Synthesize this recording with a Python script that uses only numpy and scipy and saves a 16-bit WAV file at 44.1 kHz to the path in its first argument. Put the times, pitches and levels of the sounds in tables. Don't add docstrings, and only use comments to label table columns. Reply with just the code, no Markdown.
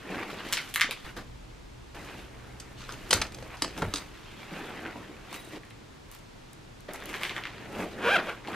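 import sys
import numpy as np
from scipy import signal
from scipy.fft import rfft, irfft, next_fast_len
from scipy.io import wavfile
from scipy.ndimage import uniform_filter1d

SR = 44100
rng = np.random.default_rng(int(sys.argv[2]) if len(sys.argv) > 2 else 0)


def dump_mix(stems):
    frames = np.atleast_2d(stems).T
    limited = np.clip(frames, -1, 1)
    pcm = np.round(limited * 32767).astype(np.int16)
    wavfile.write(sys.argv[1], SR, pcm)


N = 377044


def gain_of(db):
    return 10 ** (np.asarray(db) / 20)


def evened(x):
    return x / np.sqrt(np.mean(x ** 2) + 1e-20)


def peaked(x, db):
    return gain_of(db) * x / abs(x).max()


def read(points, hz):
    f, value = np.transpose(points)
    return np.interp(np.log(hz + 1), np.log(f + 1), value)


def coloured(x, gain):
    size = next_fast_len(x.shape[-1] + 4096)
    hz = np.fft.rfftfreq(size, 1 / SR)
    return irfft(rfft(x, size) * gain(hz), size)[..., :x.shape[-1]]


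def shaped(x, points):
    return coloured(x, lambda hz: gain_of(read(points, hz)))


def band(x, hz, width_hz):
    b, a = signal.iirpeak(min(hz, SR * .45), hz / width_hz, SR)
    return signal.lfilter(b, a, x)


def add(mix, t_s, sound):
    part = mix[round(t_s * SR):][:len(sound)]
    part += sound[:len(part)]


# f/Hz, relative level/dB per Hz
AIR_SPECTRUM = [(12, -30), (20, 6), (70, -1), (123, 0.5), (187, -5), (255, -5), (472, -10.5), (624, -13.5),
                (949, -13), (1220, -15), (3740, -20.5), (7110, -27), (13200, -39.5), (14700, -42),
                (16000, -54)]
# f/Hz, relative level/dB per Hz
RUMBLE_SPECTRUM = [(8.8, -30), (15, -7), (38, 8), (70, 7.5), (91, -27), (123, 11.5), (174, -40), (250, -9),
                   (320, -55), (550, -120)]
# from t/s, to t/s
AT_DESK_S = (1.043, 4.155)
AIR_DB, RUMBLE_DB, HUM_DB = -51, -51.5, -61.5
HUM_HZ, HUM_HALF_WIDTH_HZ = 119.6, 11.0


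def room():
    t = np.arange(N) / SR
    air, rumble, waver = rng.standard_normal((3, 2, N))
    air = gain_of(AIR_DB) * evened(shaped(air, AIR_SPECTRUM))
    rumble = gain_of(RUMBLE_DB) * evened(shaped(rumble, RUMBLE_SPECTRUM))
    hum = coloured(waver, lambda hz: 1 / (1 + ((hz - HUM_HZ) / HUM_HALF_WIDTH_HZ) ** 2))
    at_desk = (t > AT_DESK_S[0]) & (t < AT_DESK_S[1])
    return air + gain_of(HUM_DB) * evened(hum) + rumble * at_desk


# f/Hz, t60/s
ECHO_T60 = [(100, 0.56), (500, 0.28), (2000, 0.18), (6000, 0.2), (14000, 0.12)]


def echo(size=14000):
    hz, t, z = signal.stft(rng.standard_normal((2, size)), SR, nperseg=128)
    decay = gain_of(-60 * t / read(ECHO_T60, hz)[:, None])
    tail = signal.istft(z * decay, SR, nperseg=128)[1][:, :size]
    onset_s = 0.0051
    tail = tail * np.clip(np.arange(size) / SR / onset_s, 0, 1)
    return tail / np.linalg.norm(tail[0])


def grainy(grain_db, per_s):
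    sizes = gain_of(grain_db * np.minimum(rng.exponential(1, N), 4))
    catches = sizes * (rng.random(N) < per_s / SR)
    decay_s = 0.0018
    level = 1 + signal.lfilter([1], [1, -np.exp(-1 / (decay_s * SR))], catches)
    return rng.standard_normal((2, N)) * level


# f/Hz, relative level/dB per Hz
RUB_SPECTRUM = [(350, -30), (600, -4.5), (953, 4.5), (1370, 4), (1630, 3.5), (1770, 5), (2980, 2.5),
                (4590, -7), (7000, -20), (9100, -33), (15400, -120)]


def rubbing(s, brightness):
    hz, t, z = signal.stft(grainy(0.39, 80), SR, nperseg=512, noverlap=384)
    patches = uniform_filter1d(rng.standard_normal(z.shape[1:]), 4, 0)
    patches = evened(uniform_filter1d(patches, 10, 1))
    stretch = np.clip(np.interp(t, s, brightness), .4, 2.5)
    shape = gain_of(read(RUB_SPECTRUM, hz[:, None] / stretch))
    shape /= np.sqrt(np.mean(shape ** 2, axis=0))
    z = z * shape * gain_of(2.2 * patches)
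    return signal.istft(z, SR, nperseg=512, noverlap=384)[1][:, :N]


SWING_DB = 20


def effort(t, full, rise, hold, release):
    before = (full - t) / max(rise, .002)
    after = (t - full - hold) / max(release, .002)
    return -SWING_DB * np.maximum(np.maximum(before, after), 0)


# f/Hz, relative level/dB per Hz
BOOM_SPECTRUM = [(41, -39), (70, -11), (107, -8.5), (146, -11), (183, 0.5), (258, -4), (312, 1), (900, -11),
                 (1170, -81), (1980, -120)]
# f/Hz, relative level/dB per Hz
SHEEN_SPECTRUM = [(2650, -1), (4500, -2), (5280, -2.5), (6630, -2), (10200, -6.5), (12600, -6.5),
                  (13700, -9), (16000, -25)]
# full from t/s, rise/s, hold/s, release/s,
# rub level/dB, bag boom level/dB, nylon sheen level/dB, rub brightness (factor on frequency)
HANDLING = [(.0, .01, 0.13, .05, -50, -59, -64, 0.88), (0.112, 0.095, 0.055, 0.24, -40.5, -38, -56.5, 0.85),
            (0.198, .05, 0.036, 0.24, -42.5, -50, -60, 0.84),
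            (0.31, 0.073, 0.014, 0.19, -45, -44, -55.5, 1.16),
            (0.397, 0.088, 0.085, 0.15, -42, -48, -68, 0.9),
            (0.487, 0.16, 0.13, 0.26, -45, -51.5, -51.5, 1.2),
            (0.691, 0.019, 0.016, 0.065, -54, -72, -53, 0.92),
            (0.85, .1, 0.083, 0.077, -44, -56, -65, 1.15), (.97, .03, 0.096, .03, -52, -73, -64, 1.2),
            (1.047, .005, 0.048, 0.059, -45.5, -54, -57, 0.89),
            (1.17, .015, 0.0038, 0.082, -47.5, -41, -52, 0.94),
            (1.947, 0.0044, 0.25, 0.17, -48, -48.5, -58.5, 0.92),
            (2.335, 0.076, 0.38, 0.11, -56.5, -56, -68, 0.74),
            (2.788, .03, 0.045, 0.14, -50, -56, -65, 1.6), (2.924, 0.22, .01, 0.033, -48, -50.5, -57, 0.78),
            (2.94, .03, 0.22, .1, -51, -51.5, -60, 1.05), (3.134, 0.062, 0.037, .05, -40, -36.5, -43, 0.76),
            (3.194, .02, 0.035, 0.098, -40, -41.5, -52, 0.77), (3.322, .02, 0.15, .1, -58, -49.5, -61, 1.1),
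            (3.541, 0.16, 0.0087, 0.058, -42.5, -54, -60, 0.78),
            (3.59, .03, 0.18, .05, -51, -65, -61, 1.04),
            (3.643, 0.033, 0.023, 0.093, -48, -39.5, -65, 0.86),
            (3.781, 0.036, .01, 0.062, -42.5, -35.5, -49.5, 0.84),
            (3.815, 0.028, 0.036, 0.13, -43, -40.5, -58, 0.78),
            (3.92, 0.056, 0.092, 0.19, -47.5, -51.5, -57, .9),
            (4.146, 0.18, 0.26, .1, -53, -57.5, -66.5, 1.09),
            (4.405, 0.096, 0.022, 0.34, -49, -53, -62, 1.0),
            (4.539, .12, 0.04, 0.92, -42, -43, -57.5, 0.86),
            (4.714, 0.17, 0.16, 0.1, -49.5, -49.5, -68, 0.7),
            (4.861, 0.073, .012, .07, -43, -42, -71, 0.58), (4.966, 0.015, 0.013, 0.082, -58, -44, -63, 1),
            (5.0, .05, 0.36, .05, -62.5, -68, -73, 0.88), (5.337, 0.082, .015, 0.071, -43, -47, -52, 1.07),
            (5.382, .05, 0.14, .05, -55, -55.5, -62, 1),
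            (5.534, 0.069, 0.046, .01, -48, -46.5, -58.5, 1.08),
            (6.14, 0.073, .01, 0.085, -54, -69, -57.5, 1.1),
            (6.885, 0.0045, 0.029, .05, -46.5, -43, -63, 0.82),
            (6.946, 0.036, .005, 0.053, -40.5, -47, -50, 0.69),
            (6.991, .03, 0.12, 0.12, -47.5, -46.5, -62, 1),
            (7.093, .03, 0.014, 0.047, -41.5, -48, -52, 0.84), (7.134, .02, .03, .1, -40.5, -48, -50, 0.92),
            (7.214, .04, 0.027, 0.057, -40, -45.5, -50, 0.81),
            (7.249, 0.037, 0.024, 0.067, -39, -45, -49, 1.05),
            (7.3, .01, .015, 0.12, -39.5, -46, -58, 1.02), (7.357, .02, 0.016, .08, -39.5, -52, -52, 0.76),
            (7.393, .05, 0.26, 0.067, -50, -52.5, -66.5, 0.98),
            (7.797, 0.19, 0.033, 0.092, -38.5, -34, -51, .75),
            (7.873, 0.027, .07, 0.23, -52.5, -47.5, -63, 1.3), (7.99, .1, 0.16, .05, -44, -38, -62, 0.59),
            (8.18, 0.027, .01, 0.074, -31.5, -33.5, -56, 0.82),
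            (8.227, 0.032, 0.064, 0.17, -40.5, -44, -57, .8),
            (8.483, 0.06, .07, .05, -41, -42.5, -57, 0.72)]


def cloth():
    t = np.arange(0, N + 64, 64) / SR
    *timing, rub_db, boom_db, sheen_db, brightness = np.transpose(HANDLING)
    efforts = np.array([effort(t, *row) for row in np.transpose(timing)])
    rub, boom, sheen = (gain_of(efforts + db[:, None]) ** 2 + 1e-12 for db in (rub_db, boom_db, sheen_db))
    mean_brightness = brightness @ rub / rub.sum(0)
    layers = ((rub, rubbing(t, mean_brightness)),
              (boom, shaped(grainy(3.3, 25), BOOM_SPECTRUM)),
              (sheen, shaped(grainy(1.0, 100), SHEEN_SPECTRUM)))
    total = np.zeros((2, N))
    for power, noise in layers:
        level = np.interp(np.arange(N) / SR, t, np.sqrt(power.sum(0)))
        total += level * evened(noise)
    return total


# t/s, peak level/dB, f/Hz, t60 of the puff/s
THUDS = [(0.05, -36, 294, 0.093), (0.119, -37, 374, 0.098), (0.209, -33, 301, 0.052),
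         (0.33, -31.5, 416, 0.13), (0.843, -34.5, 284, 0.05), (0.89, -30.5, 425, 0.036),
         (1.044, -36, 56.5, 0.13), (1.161, -39, 86.1, 0.047), (3.1085, -28.5, 450, 0.046),
         (3.13, -26, 523, 0.06), (3.145, -27, 82, 0.12), (3.165, -46, 72, 0.047), (3.199, -28, 51.1, 0.071),
         (3.624, -28, 300, 0.11), (3.774, -36, 315, 0.22), (3.8208, -16.5, 930, 0.043),
         (3.8273, -23, 454, 0.041), (3.821, -24, 160, 0.11), (3.842, -25.5, 108, 0.1),
         (3.878, -31.5, 50, 0.07), (3.939, -31.5, 298, 0.13), (4.521, -34, 192, 0.33),
         (4.955, -36.5, 247, 0.25), (5.094, -38, 320, 0.061), (5.111, -38, 303, 0.062),
         (5.535, -36, 307, 0.11), (5.569, -39, 350, 0.071), (6.888, -31, 576, 0.12),
         (8.484, -27.5, 348, 0.088), (8.4845, -30, 790, 0.034)]


def thuds(mix):
    t = np.arange(9000) / SR
    for (s, db, hz, t60), chance in zip(THUDS, rng.standard_normal((len(THUDS), 9000))):
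        puff = evened(band(band(chance, hz, 0.3 * hz), hz, 5.2 * hz)) * gain_of(-60 * t / t60)
        push = np.sin(2 * np.pi * hz * t) * gain_of(-60 * t / (.5 * t60))
        onset = np.clip(t * hz * 4, 0, 1)
        add(mix, s, peaked((push + .5 * puff) * onset, db))


# t/s, peak level/dB, centre f/Hz
BEADS = [(5.3285, -32.5, 8400), (5.652, -48, 7400), (5.704, -45, 6580), (6.1154, -37, 9520),
         (6.124, -40, 9470), (6.1494, -38, 11880), (6.1888, -47, 6200), (6.532, -40.5, 6930),
         (6.8059, -42, 6770), (6.935, -30.5, 9000), (6.96, -37, 6030), (7.003, -42, 6770),
         (7.038, -41, 7920), (7.0572, -29, 10100)]


def beads(mix):
    for (s, db, hz), chance in zip(BEADS, rng.standard_normal((len(BEADS), 400))):
        tick = chance * np.exp(-np.arange(400) / SR / 0.001)
        add(mix, s, peaked(band(band(tick, hz, 1.0 * hz), hz, 1.87 * hz), db))


# t/s, level/dB
JINGLES = [(3.78, -59), (3.84, -57), (3.88, -59), (3.971, -52), (5.335, -49), (5.357, -52), (5.389, -58),
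           (5.415, -60), (5.445, -59), (5.476, -60)]
# f/Hz, relative level/dB, t60/s
TAB_MODES = [(3850, -1, .22), (6500, -13, .1), (8550, -1, .09), (10200, 0, .09), (14250, -6, .15)]


def jingles(mix):
    t = np.arange(12000) / SR
    for s, db in JINGLES:
        strength, detune = rng.standard_normal((2, len(TAB_MODES)))
        flutter = uniform_filter1d(rng.standard_normal((len(TAB_MODES), len(t))), 300)
        flutter = evened(uniform_filter1d(flutter, 200))
        ring = np.zeros(len(t))
        for (hz, mode_db, t60), a, b, f in zip(TAB_MODES, strength, detune, flutter):
            level_db = db + mode_db + 1.1 * a + 5.1 * f - 60 * t / t60
            ring += gain_of(level_db) * np.sin(2 * np.pi * hz * (1 + 0.0046 * b) * t)
        add(mix, s, np.clip(t / 0.0034, 0, 1) * ring)


# f/Hz, width/Hz, relative level/dB
SLIDER = [(495, 213, 8.5), (1050, 350, 3), (1550, 340, 6), (2470, 640, -2), (3300, 860, -7.5),
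          (4720, 3400, -22.5), (11500, 4100, -33)]
CRUISE_HZ = 500


def stroke(rows, stutter):
    s, speed, db = np.transpose(rows)
    t = np.arange(s[0], s[-1], 1 / SR)
    hz, level_db = np.interp(t, s, speed), np.interp(t, s, db)
    uneven = stutter * np.minimum(CRUISE_HZ / hz, 1) ** 2
    wobble = evened(uniform_filter1d(rng.standard_normal(len(t)), size=160))
    pull = np.maximum(1 + np.clip(uneven, 0, 1) * wobble, .1)
    turns = np.cumsum(hz * pull) / SR
    weights = 1 + 2.5 * uneven * rng.standard_normal(len(t))
    teeth = np.diff(np.floor(turns), prepend=0) * weights
    puffs = rng.standard_normal(len(t)) * np.exp(-(turns % 1) / 0.32)
    rasp = band(puffs, 3000, 3500)
    drive = evened(teeth / np.sqrt(hz)) + .3 * evened(rasp)
    rung = np.zeros(len(t))
    for k, (f, width, mode_db) in enumerate(SLIDER):
        mode = band(band(drive, f, 1.17 * width), f, 1.2 * width)
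        rung += (-1) ** k * gain_of(mode_db) * mode
    return s[0], gain_of(level_db) * evened(rung) * signal.windows.tukey(len(t), .2)


# t/s, teeth rate/Hz, level/dB
STROKES = [
    [(7.72, 304, -61), (7.77, 450.4, -49), (7.815, 628, -42), (7.89, 280, -61)],
    [(7.94, 190.8, -67), (8.0, 286.2, -43.5), (8.04, 391.3, -31), (8.075, 515, -23.5), (8.105, 695, -24.5),
     (8.124, 808, -23), (8.136, 823, -22.5), (8.15, 789, -21.5), (8.168, 633, -18.5), (8.178, 570, -44),
     (8.2, 430, -42)],
    [(8.25, 400.6, -52), (8.29, 647.6, -30.5), (8.35, 403, -58)],
]
STUTTER = [.17, .075, .2]


def zipper(mix):
    for rows, stutter in zip(STROKES, STUTTER):
        add(mix, *stroke(rows, stutter))


# t/s, body peak level/dB, centre f/Hz, edge peak re body/dB
SNAPS = [(0.5256, -14.5, 1830, -0.5), (0.5299, -14, 1990, 1), (.536, -12, 3580, -30),
         (.571, -17, 2900, -29), (.576, -16.5, 1790, -12), (0.584, -22, 2070, -22), (0.741, -21, 3250, 3),
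         (.747, -22, 3026, 3), (0.7595, -10.5, 2100, -5.5), (.798, -15, 2030, -11),
         (.8105, -7.5, 2290, -7.5), (0.8159, -6, 2340, -18), (.823, -18, 2230, -29), (.846, -26, 2240, -25),
         (.91, -15.5, 2400, -6), (4.864, -26, 1700, -30), (4.905, -39, 2300, -30), (4.958, -33, 800, -25),
         (5.328, -30, 1080, -14), (5.343, -28.5, 1800, -3), (5.634, -38.5, 1680, -22),
         (5.708, -36, 1930, -20), (7.023, -28.5, 1500, -20), (7.141, -22, 1890, -26),
         (7.153, -26, 1760, -26), (7.223, -28, 3300, -8), (7.234, -14.5, 2070, -10.5),
         (7.252, -20, 2000, -18), (7.295, -19.5, 2400, -26), (7.365, -19.5, 1880, -29),
         (7.38, -21, 1700, -22), (7.4375, -24.5, 2380, -18), (7.454, -20.5, 1860, -29),
         (7.471, -30, 3140, -12), (8.295, -32, 2350, -34), (8.449, -34, 2010, -30), (8.474, -28, 2470, -28),
         (8.532, -32, 3010, -26)]
SNAP_TAIL_DB = -2.5


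def snaps(near, sent):
    click = np.zeros(600)
    click[0] = 1
    for (s, db, hz, edge_db), chance in zip(SNAPS, rng.standard_normal((len(SNAPS), 600))):
        blow = click + 0.16 * chance * np.exp(-np.arange(600) / SR / 0.0013)
        body = band(band(band(blow, 1.03 * hz, 1.22 * hz), 1.01 * hz, 0.82 * hz), hz, 2.5 * hz)
        edge = band(band(blow, 7600, 6000), 10400, 8000)
        sound = peaked(body, db) + peaked(edge, db + edge_db)
        add(near, s, sound)
        add(sent[rng.integers(len(sent))], s, gain_of(SNAP_TAIL_DB) * sound)


# t/s, peak level/dB, length/ms, dullness/dB per octave,
# echo send re direct/dB
CLACKS = [(1.1664, -35.5, 4.5, 10, 8), (1.9453, -36, 6.4, 8.5, -4), (2.5988, -33.5, 9, -2, -8),
          (2.892, -26, 1.6, 10, -1), (2.9218, -30.5, 4.6, -1, -5.5), (3.1068, -9.5, 9.7, 1, -9),
          (3.1284, -4.5, 6.1, 3, -8), (3.1378, -12.5, 2.8, -9, -13), (3.1568, -33, 3.5, -2, -9),
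          (3.215, -15, 9.2, 4.5, -11.5), (3.2246, -22, 1.6, 5.5, -23), (3.2674, -35, 3.5, 2.5, -3),
          (3.3208, -33, 6.2, 2.5, -13), (3.344, -33.5, 9.3, -0.5, -14), (3.3843, -34.5, 9.3, 6.5, -23),
          (3.4247, -32, 7.1, 8.5, -5), (3.5698, -36, 4, 2.5, -1), (3.6207, -13, 5.2, 2, -7),
          (3.6451, -20, 4.6, 6.5, -18), (3.6783, -35, 3.5, 4, -3), (3.7773, -29.5, 2, 1, -2),
          (3.9379, -13.5, 5.1, 2, -9), (3.9464, -32, 4.8, -5, -6), (3.9567, -21, 8.5, 1.5, -7),
          (3.9692, -28.5, 6.6, 2, -5), (3.9817, -28, 5.9, 1, -14)]
# f/Hz, relative level/dB
LID_MODES = [(1450, -28.5), (2740, -42), (4370, -10), (5140, 4.5), (6480, 3), (8470, -6), (10470, -24)]
LID_T60_S = .007


def clacks(near, sent):
    t = np.arange(3000) / SR
    ring = sum(gain_of(db - 60 * t / LID_T60_S) * np.sin(2 * np.pi * hz * t) for hz, db in LID_MODES)
    for (s, db, ms, dull_db, tail_db), chance in zip(CLACKS, rng.standard_normal((len(CLACKS), 600))):
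        u = t[:600] * 1000 / max(ms, .2)
        chatter = chance * np.tanh(6 * u) * np.exp(-1.5 * u ** 2)
        sound = signal.fftconvolve(chatter, .04 * ring)
        sound[:600] += chatter

        def tone(hz):
            tilt = gain_of(-dull_db * np.log2(hz / 3000 + 0.066))
            return tilt * hz ** 2 / (hz ** 2 + 900 ** 2) / (1 + (hz / 10000) ** 8)

        sound = peaked(coloured(sound, tone), db)
        add(near, s, sound)
        add(sent[rng.integers(len(sent))], s, gain_of(tail_db) * sound)


# f/Hz, side re mid level/dB
LEAD = [(60, -46), (300, -31), (1500, -29), (4000, -9), (8000, -1), (14000, 1)]
# f/Hz, side re mid level/dB
DIFFUSE = [(60, -31), (150, -5), (380, 3.5), (950, 0), (2380, -2.5), (5980, -4), (15000, -6)]
# f/Hz, side re mid level/dB
NEARBY = [(60, -31), (150, -34), (380, -20), (950, -22.5), (2380, -17.5), (5980, -2), (15000, 3)]
REST_TAIL_DB = -10.0


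def scene():
    near, rest = np.zeros((2, N))
    sends = np.zeros((3, N))
    thuds(rest)
    beads(rest)
    jingles(rest)
    zipper(rest)
    snaps(near, sends)
    clacks(near, sends)
    sends[0] += gain_of(REST_TAIL_DB) * rest
    tails = sum(signal.oaconvolve(sent[None], echo(), axes=1)[:, :N] for sent in sends)
    around, air, direct = tails + cloth(), room(), near + rest
    side = shaped(around[1], NEARBY) + shaped(air[1], DIFFUSE)
    side += coloured(direct, lambda hz: 1j * gain_of(read(LEAD, hz)))
    mid = around[0] + air[0] + direct
    return np.array([mid + side, mid - side])


EDGE_HZ = 15600


def record(dry):
    taps = signal.firwin(511, EDGE_HZ, window=("kaiser", 9), fs=SR)
    return signal.oaconvolve(dry, taps[None], "same")


dry = scene()
out = record(dry)
dump_mix(out)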